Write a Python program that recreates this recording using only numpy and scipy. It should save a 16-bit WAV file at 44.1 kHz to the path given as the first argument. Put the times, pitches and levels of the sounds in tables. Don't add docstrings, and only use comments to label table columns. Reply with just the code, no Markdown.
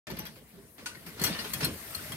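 import sys
import numpy as np
from scipy import signal
from scipy.fft import rfft, irfft, next_fast_len
from scipy.io import wavfile

SR = 44100
rng = np.random.default_rng(int(sys.argv[2]) if len(sys.argv) > 2 else 0)


def field_ratio(decibels):
    return 10 ** (np.asarray(decibels, dtype=float) / 20)


def master_out(mix):
    frames = np.transpose(np.atleast_2d(mix))
    ceiling = np.clip(frames, -1, 1)
    pcm = np.round(ceiling * 32767).astype(np.int16)
    wavfile.write(sys.argv[1], SR, pcm)


N = 95520


def rms_one(x):
    return x / np.sqrt(np.mean(x ** 2) + 1e-20)


def in_time(rows):
    s, *columns = np.transpose(rows)
    return [np.interp(np.arange(N) / SR, s, column) for column in columns]


def at_hz(points, hz):
    point_hz, value = np.array(points)[:, 0], np.array(points)[:, 1]
    return np.interp(np.log(hz), np.log(np.maximum(point_hz, 1)), value)


def bandpass(x, order, low_hz, high_hz):
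    return signal.sosfilt(signal.butter(order, [low_hz, high_hz], "band", fs=SR, output="sos"), x)


def drift(rate):
    r = np.exp(-80 * np.pi * rate / SR)
    chance = rng.standard_normal(N // 40 + 2002)
    slow = signal.lfilter([1], [1, -2 * r, r * r], chance)[2000:]
    return np.interp(np.arange(N) / 40, np.arange(len(slow)), rms_one(slow))


def ring(x, hz, t60):
    r, w = field_ratio(-60 / (t60 * SR)), 2 * np.pi * hz / SR
    return signal.lfilter([0, np.sin(w)], [1, -2 * r * np.cos(w), r * r], x + 1e-18)


def grains(rate, spread_db):
    size = field_ratio(spread_db * np.minimum(rng.exponential(1, N), 4)) * rng.standard_normal(N)
    return rms_one(size * (rng.random(N) < rate / SR))


def fade(s, t60, attack=.0022):
    out, start = np.zeros(N), int(s * SR)
    t = np.arange(min(N - start, int(1.5 * t60 * SR))) / SR
    out[start:start + len(t)] = (1 - np.exp(-t / attack)) * field_ratio(-60 * t / t60)
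    return out


# (pitch [Hz], left-right likeness [0 to 1])
PORT_LIKENESS = [(60, 0.81), (250, 0.84), (600, 0.58), (1500, 0.44), (5000, 0.058), (14000, 0.041)]


def coloured(spectrum, source, patchy_db, count=3):
    low, high = spectrum[0][0], min(spectrum[-1][0], 9500 if count == 6 else 16500)
    edges, out = np.geomspace(low, high, int(count * np.log2(high / low)) + 2), 0
    draws = [np.array([source(), source()]) for _ in range(2)]
    for k, (a, b) in enumerate(zip(edges, edges[1:])):
        middle_hz = np.sqrt(a * b)
        mid, side = bandpass(draws[k % 2], 2, a, b)
        alike = np.clip(at_hz(PORT_LIKENESS, middle_hz), 0, 1)
        gain = field_ratio(at_hz(spectrum, middle_hz) + patchy_db * drift(11))
        out = out + gain * (np.sqrt(1 + alike) * mid + np.sqrt(1 - alike) * side * [[1], [-1]])
    return rms_one(out)


# (pitch [Hz], level [dB])
AIR_COLOUR = [(250, -22), (400, -2), (950, -2), (2000, -4), (3900, -11), (7400, -13), (10500, -6),
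              (13800, -6), (16000, -21)]


def open_air():
    return field_ratio(-61) * coloured(AIR_COLOUR, lambda: rng.standard_normal(N), patchy_db=4.0)


def oven(x):
    t60_s = .11
    size = next_fast_len(N + SR // 2)
    w = 2 * np.pi * np.arange(size // 2 + 1) / size
    lags = rng.uniform(.004, .022, (2, 14, 1)) * SR
    loop = field_ratio(-60 * lags / SR / t60_s) * np.exp(-1j * w * lags)
    loop = loop / (1 + 0.04 * w) * rng.choice([-1, 1], lags.shape)
    echoes = (loop / (1 - loop)).sum(1) / np.sqrt(14)
    return irfft(rfft(x, size) * echoes, size)[:, :N]


# (time [s], level [dB])
CLACK_BLOW = [
    (0.858, -22),
]
# (pitch [Hz], level [dB])
HANDLE_MODES = [(947, -11), (1200, -6), (1486, -4), (1868, -8), (2570, -3), (2826, -2), (4484, -4),
                (5981, -5)]


def clack():
    (s, db), = CLACK_BLOW
    blow = field_ratio(db) * (fade(s, .18, 0.0034) + fade(s, 0.017, 0.002))
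    modes = 0
    for hz, mode_db in HANDLE_MODES:
        modes = modes + field_ratio(mode_db - 16) * ring(blow * grains(3000, spread_db=2.5), hz, t60=.033)
    crack = bandpass(blow * rng.standard_normal((2, N)), 3, 950, 6500)
    sizzle = 0.26 * blow * bandpass(2 * rng.standard_normal(N), 2, 6000, 12000)
    return 0.1 * modes, field_ratio(-8) * (crack + sizzle)


# (time [s], rumble level [dB])
ROLLING = [(.07, -45), (.12, -40.5), (.28, -51.5), (.4, -53.5), (.51, -62.5), (.55, -49), (.63, -56),
           (.74, -61), (.8, -51.5), (1.03, -50.5), (1.17, -49), (1.22, -36), (1.36, -42), (1.53, -46),
           (1.65, -35), (1.8, -50.5), (2.0, -46), (2.17, -46)]
# (pitch [Hz], level [dB])
RUMBLE_COLOUR = [(26, -34), (45, 3), (138, 4.5), (433, 0), (531, -4), (800, -39), (1040, -46), (1760, -120)]
# (pitch [Hz], level [dB])
HOLLOW_MODES = [(60, -3.5), (144, -6), (174, -22), (221, -3.5), (307, -9.5), (440, -14), (660, -11.5)]
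# (time [s], peak level [dB], pitch [Hz])
PEAR_KNOCKS = [(0.1, -34, 370), (0.104, -41, 173), (0.14, -39, 151.4), (0.184, -30.5, 172),
               (0.231, -37, 168), (0.27, -38, 198), (0.372, -42.5, 518), (0.535, -41, 182),
               (0.563, -45, 176), (0.576, -38, 399), (0.782, -43, 282), (1.065, -33, 169), (1.07, -39, 347),
               (1.209, -29, 165), (1.211, -27, 398), (1.245, -24, 132), (1.252, -30, 460),
               (1.275, -30, 282), (1.306, -25.5, 171), (1.452, -32, 425), (1.556, -28.5, 137),
               (1.619, -27, 427), (1.633, -21.5, 141), (1.645, -25, 262), (1.666, -27, 142),
               (1.705, -32.5, 84), (1.96, -36, 92.5), (2.056, -38.5, 614), (2.099, -29.5, 122.5),
               (2.138, -29.5, 139)]


def pears():
    hollow_t60_s = .2
    roll_db, = in_time(ROLLING)
    bumps = lambda: grains(90, spread_db=-6.0) + 0.81 * rng.standard_normal(N)
    knocks = np.zeros(N)
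    for s, db, hz in PEAR_KNOCKS:
        t = np.maximum(np.arange(N) / SR - s, 0)
        t60_s = 4.9 / hz + 0.096
        knocks += field_ratio(db - 4.5) * fade(s, t60_s, 0.003) * np.sin(2 * np.pi * hz * t)
    hollow = 0
    for hz, db in HOLLOW_MODES:
        level = field_ratio(db - 4) * np.sqrt(7 / hollow_t60_s / SR)
        hollow = hollow + level * ring(field_ratio(roll_db) * bumps(), hz, hollow_t60_s)
    return field_ratio(roll_db - 3.5) * coloured(RUMBLE_COLOUR, bumps, patchy_db=2.5) + hollow, knocks


# (time [s], peak level [dB], fade by 60 dB [s])
GRIT_CHIPS = [
    (0.1023, -33.5, 0.024),
    (0.113, -37.5, 0.037),
    (0.1673, -32, 0.022),
    (0.189, -21, 0.024),
    (0.2525, -32, 0.022),
    (0.2674, -31.5, 0.026),
]
CHIP_MODES = [12730, 12100, 12870, 13400]
# (time [s], peak level [dB])
DRY_SNAPS = [
    (0.8724, -43),
    (1.504, -31),
    (1.708, -33),
    (1.7383, -35),
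    (1.8075, -31),
]


def chips():
    burst = sum(field_ratio(db) * fade(s, max(t60, .004), .0002) for s, db, t60 in GRIT_CHIPS)
    clicks = np.zeros(N)
    for s, db in DRY_SNAPS:
        clicks[int(s * SR)] = 4 * field_ratio(db)
    snaps = bandpass(clicks + 1e-18, 2, 10800, 13600)
    return snaps + sum(0.051 * ring(burst * rng.standard_normal(N), hz, 0.0099) for hz in CHIP_MODES)


# (time [s], peak level [dB], pitch [Hz], fade by 60 dB [s])
TINE_RINGS = [(.072, -48, 1776, 0.37), (.071, -46, 3570, 0.046), (.075, -44.5, 600, 0.11),
              (.101, -41, 4480, 0.089), (.101, -47, 3590, .09), (.104, -66, 6000, 0.11),
              (.12, -55, 2860, 0.076), (.1, -39, 900, 0.034), (.19, -42, 6140, 0.032),
              (.197, -50.5, 857, 0.27), (.2, -45, 5830, 0.11), (.19, -51, 2860, 0.18),
              (.258, -49, 5750, 0.099), (.262, -42, 4780, 0.044), (.263, -43.5, 3330, 0.085),
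              (1.196, -34, 4240, .05), (1.215, -28.5, 4360, 0.049), (1.212, -38.5, 1777, 0.11),
              (1.238, -33, 2075, 0.088), (1.243, -30, 5705, 0.12), (1.238, -25, 6200, 0.037),
              (1.241, -27, 4290, .06), (1.245, -29.5, 3260, .08), (1.245, -37, 2810, 0.13),
              (1.266, -24.5, 4370, .06), (1.268, -29.5, 3350, 0.039), (1.275, -41, 1744, 0.18),
              (1.281, -39.5, 901, 0.1), (1.3, -42, 3630, 0.28), (1.326, -36.5, 4560, 0.1),
              (1.347, -43.5, 1800, 0.24), (1.387, -34.5, 4360, 0.13), (1.389, -41, 1830, 0.036),
              (1.391, -40, 2845, 0.17), (1.393, -32.5, 4960, 0.067), (1.443, -40.5, 3160, 0.097),
              (1.45, -47.5, 1430, 0.13), (1.535, -38, 3290, 0.13), (1.535, -33, 6740, 0.032),
              (1.535, -28.5, 4420, 0.033), (1.548, -41, 2515, 0.1), (1.607, -40, 6100, 0.054),
              (1.63, -33.5, 5440, 0.15), (1.644, -21.5, 4250, 0.062), (1.949, -21.5, 4314, 0.023),
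              (1.992, -41, 1496, .07), (2.121, -35, 3263, 0.049), (2.12, -44, 2023, 0.06)]
# (time [s], peak level [dB], pitch [Hz], fade by 60 dB [s])
CLEAR_HANDLE_RINGS = [
    (0.859, -40.5, 1483, 0.14),
    (.859, -45, 2524, 0.057),
    (.864, -39, 6120, 0.041),
    (.865, -42, 4560, 0.096),
    (.895, -51, 2910, .05),
    (.915, -48, 1480, 0.12),
    (0.948, -44.5, 2160, 0.063),
    (.949, -43.5, 1490, 0.048),
    (.949, -46, 4380, .04),
    (0.971, -49, 1865, 0.079),
]


def clear_rings():
    t, out = np.arange(N) / SR, np.zeros(N)
    rows = TINE_RINGS + CLEAR_HANDLE_RINGS
    for (s, db, hz, t60), (phase, beat) in zip(rows, rng.random((len(rows), 2))):
        tone = np.sin(2 * np.pi * (hz * t + phase))
        neighbour = .25 * np.sin(2 * np.pi * (hz + 40 + 50 * beat) * t)
        out += field_ratio(db + 5.5) * fade(s, max(t60, .02), attack=.0012) * (tone + neighbour)
    return out


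# (time [s], scraping level [dB], grit hiss level [dB])
RAKE_PUSH = [(.07, -49, -73), (.14, -59, -63), (.29, -55.5, -65), (.42, -78, -70), (.57, -63, -67),
             (.75, -76, -63.5), (.8, -57.5, -62.5), (1.03, -57.5, -59.5), (1.16, -56.5, -56),
             (1.2, -43, -54), (1.35, -42, -50.5), (1.48, -49, -46.5), (1.59, -46, -45.5),
             (1.63, -39.5, -45), (1.72, -51, -48), (1.9, -48, -47.5), (2.05, -45.5, -47.5),
             (2.17, -46.5, -50.5)]
# (time [s], peak level [dB], top end against the body [dB], fade by 60 dB [s])
TINE_CATCHES = [(0.066, -29.5, -6, 0.11), (0.1015, -31, -26, 0.31), (0.168, -34.5, -16, 0.29),
                (0.191, -44, 2, 0.16), (0.2524, -37, 2, 0.17), (0.267, -40, -2, 0.06),
                (0.3556, -41, -18, 0.3), (0.7803, -35, -26, 0.13), (0.9495, -37, -19, 0.041),
                (1.062, -36.5, 6, 0.31), (1.1953, -31, 8, 0.18), (1.2148, -27.5, 13.5, 0.18),
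                (1.237, -19, 12.5, 0.25), (1.262, -37, 13, 0.32), (1.388, -29, 2, 0.25),
                (1.4434, -29.5, -8, 0.34), (1.5343, -25, 15.5, 0.12), (1.6062, -20.5, -8, 0.12),
                (1.6273, -23.5, -11, 0.24), (1.6445, -27.5, 22, 0.098), (1.946, -34, 15.5, 0.13),
                (2.1182, -32, 10, 0.1)]
# (pitch [Hz], level [dB per Hz])
BRICK_COLOUR = [(290, -39), (500, -7), (2040, -2), (3900, -7.5), (4230, -4), (8000, -20), (10400, -10),
                (17600, -120)]
# (pitch [Hz], level [dB])
GRIT_COLOUR = [(4120, -7), (7000, -5), (8810, 1.5), (11200, -1.5), (12200, 1), (14400, -2), (15900, -22)]
# (pitch [Hz], width [Hz], level [dB])
TINE_MODES = [(1755, 70, -7), (2080, 50, -9), (2850, 60, -9), (3260, 60, -8), (3683, 50, -10),
              (4600, 90, -8), (5540, 60, -11), (5680, 50, -9), (5930, 50, -10)]


def bite(s, t60):
    return fade(s, max(t60, .02)) + 0.36 * fade(s, 0.02, 0.00047)


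def rake():
    scrape_db, hiss_db = in_time(RAKE_PUSH)
    catches = np.array([field_ratio(db - 14) * bite(s, t60) for s, db, _, t60 in TINE_CATCHES])
    bright = sum(field_ratio(db + top_db - 19) * bite(s, 0.54 * t60) for s, db, top_db, t60 in TINE_CATCHES)
    slips = lambda: grains(5000, spread_db=1.5) + .5 * rng.standard_normal(N)
    brick = (field_ratio(scrape_db) + catches.sum(0)) * coloured(BRICK_COLOUR, slips, patchy_db=2.0, count=6)
    grit = (field_ratio(hiss_db) + bright) * coloured(GRIT_COLOUR, slips, patchy_db=2.2, count=9)
    strengths = field_ratio(2.5 * rng.standard_normal((len(TINE_CATCHES), len(TINE_MODES))))
    tines = 0
    for k, (hz, width, db) in enumerate(TINE_MODES):
        width = max(width, 50)
        drag = field_ratio(scrape_db - 5 + 4 * drift(15))
        drive = (drag + strengths[:, k] @ catches) * grains(700, spread_db=2.5)
        tines = tines + field_ratio(db - 4) * np.sqrt(width / SR) * ring(drive, hz, 3 / width)
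    return brick + grit, tines


def scene():
    air = open_air()
    handle, crack = clack()
    rumble, knocks = pears()
    scrape, tines = rake()
    struck = tines + chips() + handle
    rings = clear_rings()
    near = rings * field_ratio(np.array([[0], [-13]]))
    echo = field_ratio(-5) * oven(struck + 0.9 * knocks + .45 * rings)
    return scrape + rumble + air + crack + knocks + struck + near + echo


def roll_off(x):
    return signal.sosfilt(signal.butter(12, 16190, fs=SR, output="sos"), x)


# (pitch [Hz], left over right [dB])
PORT_LEAN = [(60, 1), (150, 1), (380, -2.5), (950, 6), (2380, -0.5), (5000, -1.5), (15000, 11.5)]


def record(dry):
    lag_s, start_s, end_s, top_hz, low_cut_hz = .00011, .0697, 2.1645, 15850, 58
    hz = np.arange(N // 2 + 1) * SR / N
    lean = field_ratio(at_hz(PORT_LEAN, hz + 1) / 2 * np.array([[1], [-1]]))
    lag = np.exp(-2j * np.pi * hz * lag_s * np.array([[1], [0]]))
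    t = np.arange(N) / SR
    x = irfft(rfft(dry) * lean * lag * (hz < top_hz), N) * (t > start_s) * (t < end_s)
    x = signal.sosfilt(signal.butter(4, low_cut_hz, "high", fs=SR, output="sos"), x)
    return roll_off(x)


dry = scene()
out = record(dry)
master_out(out)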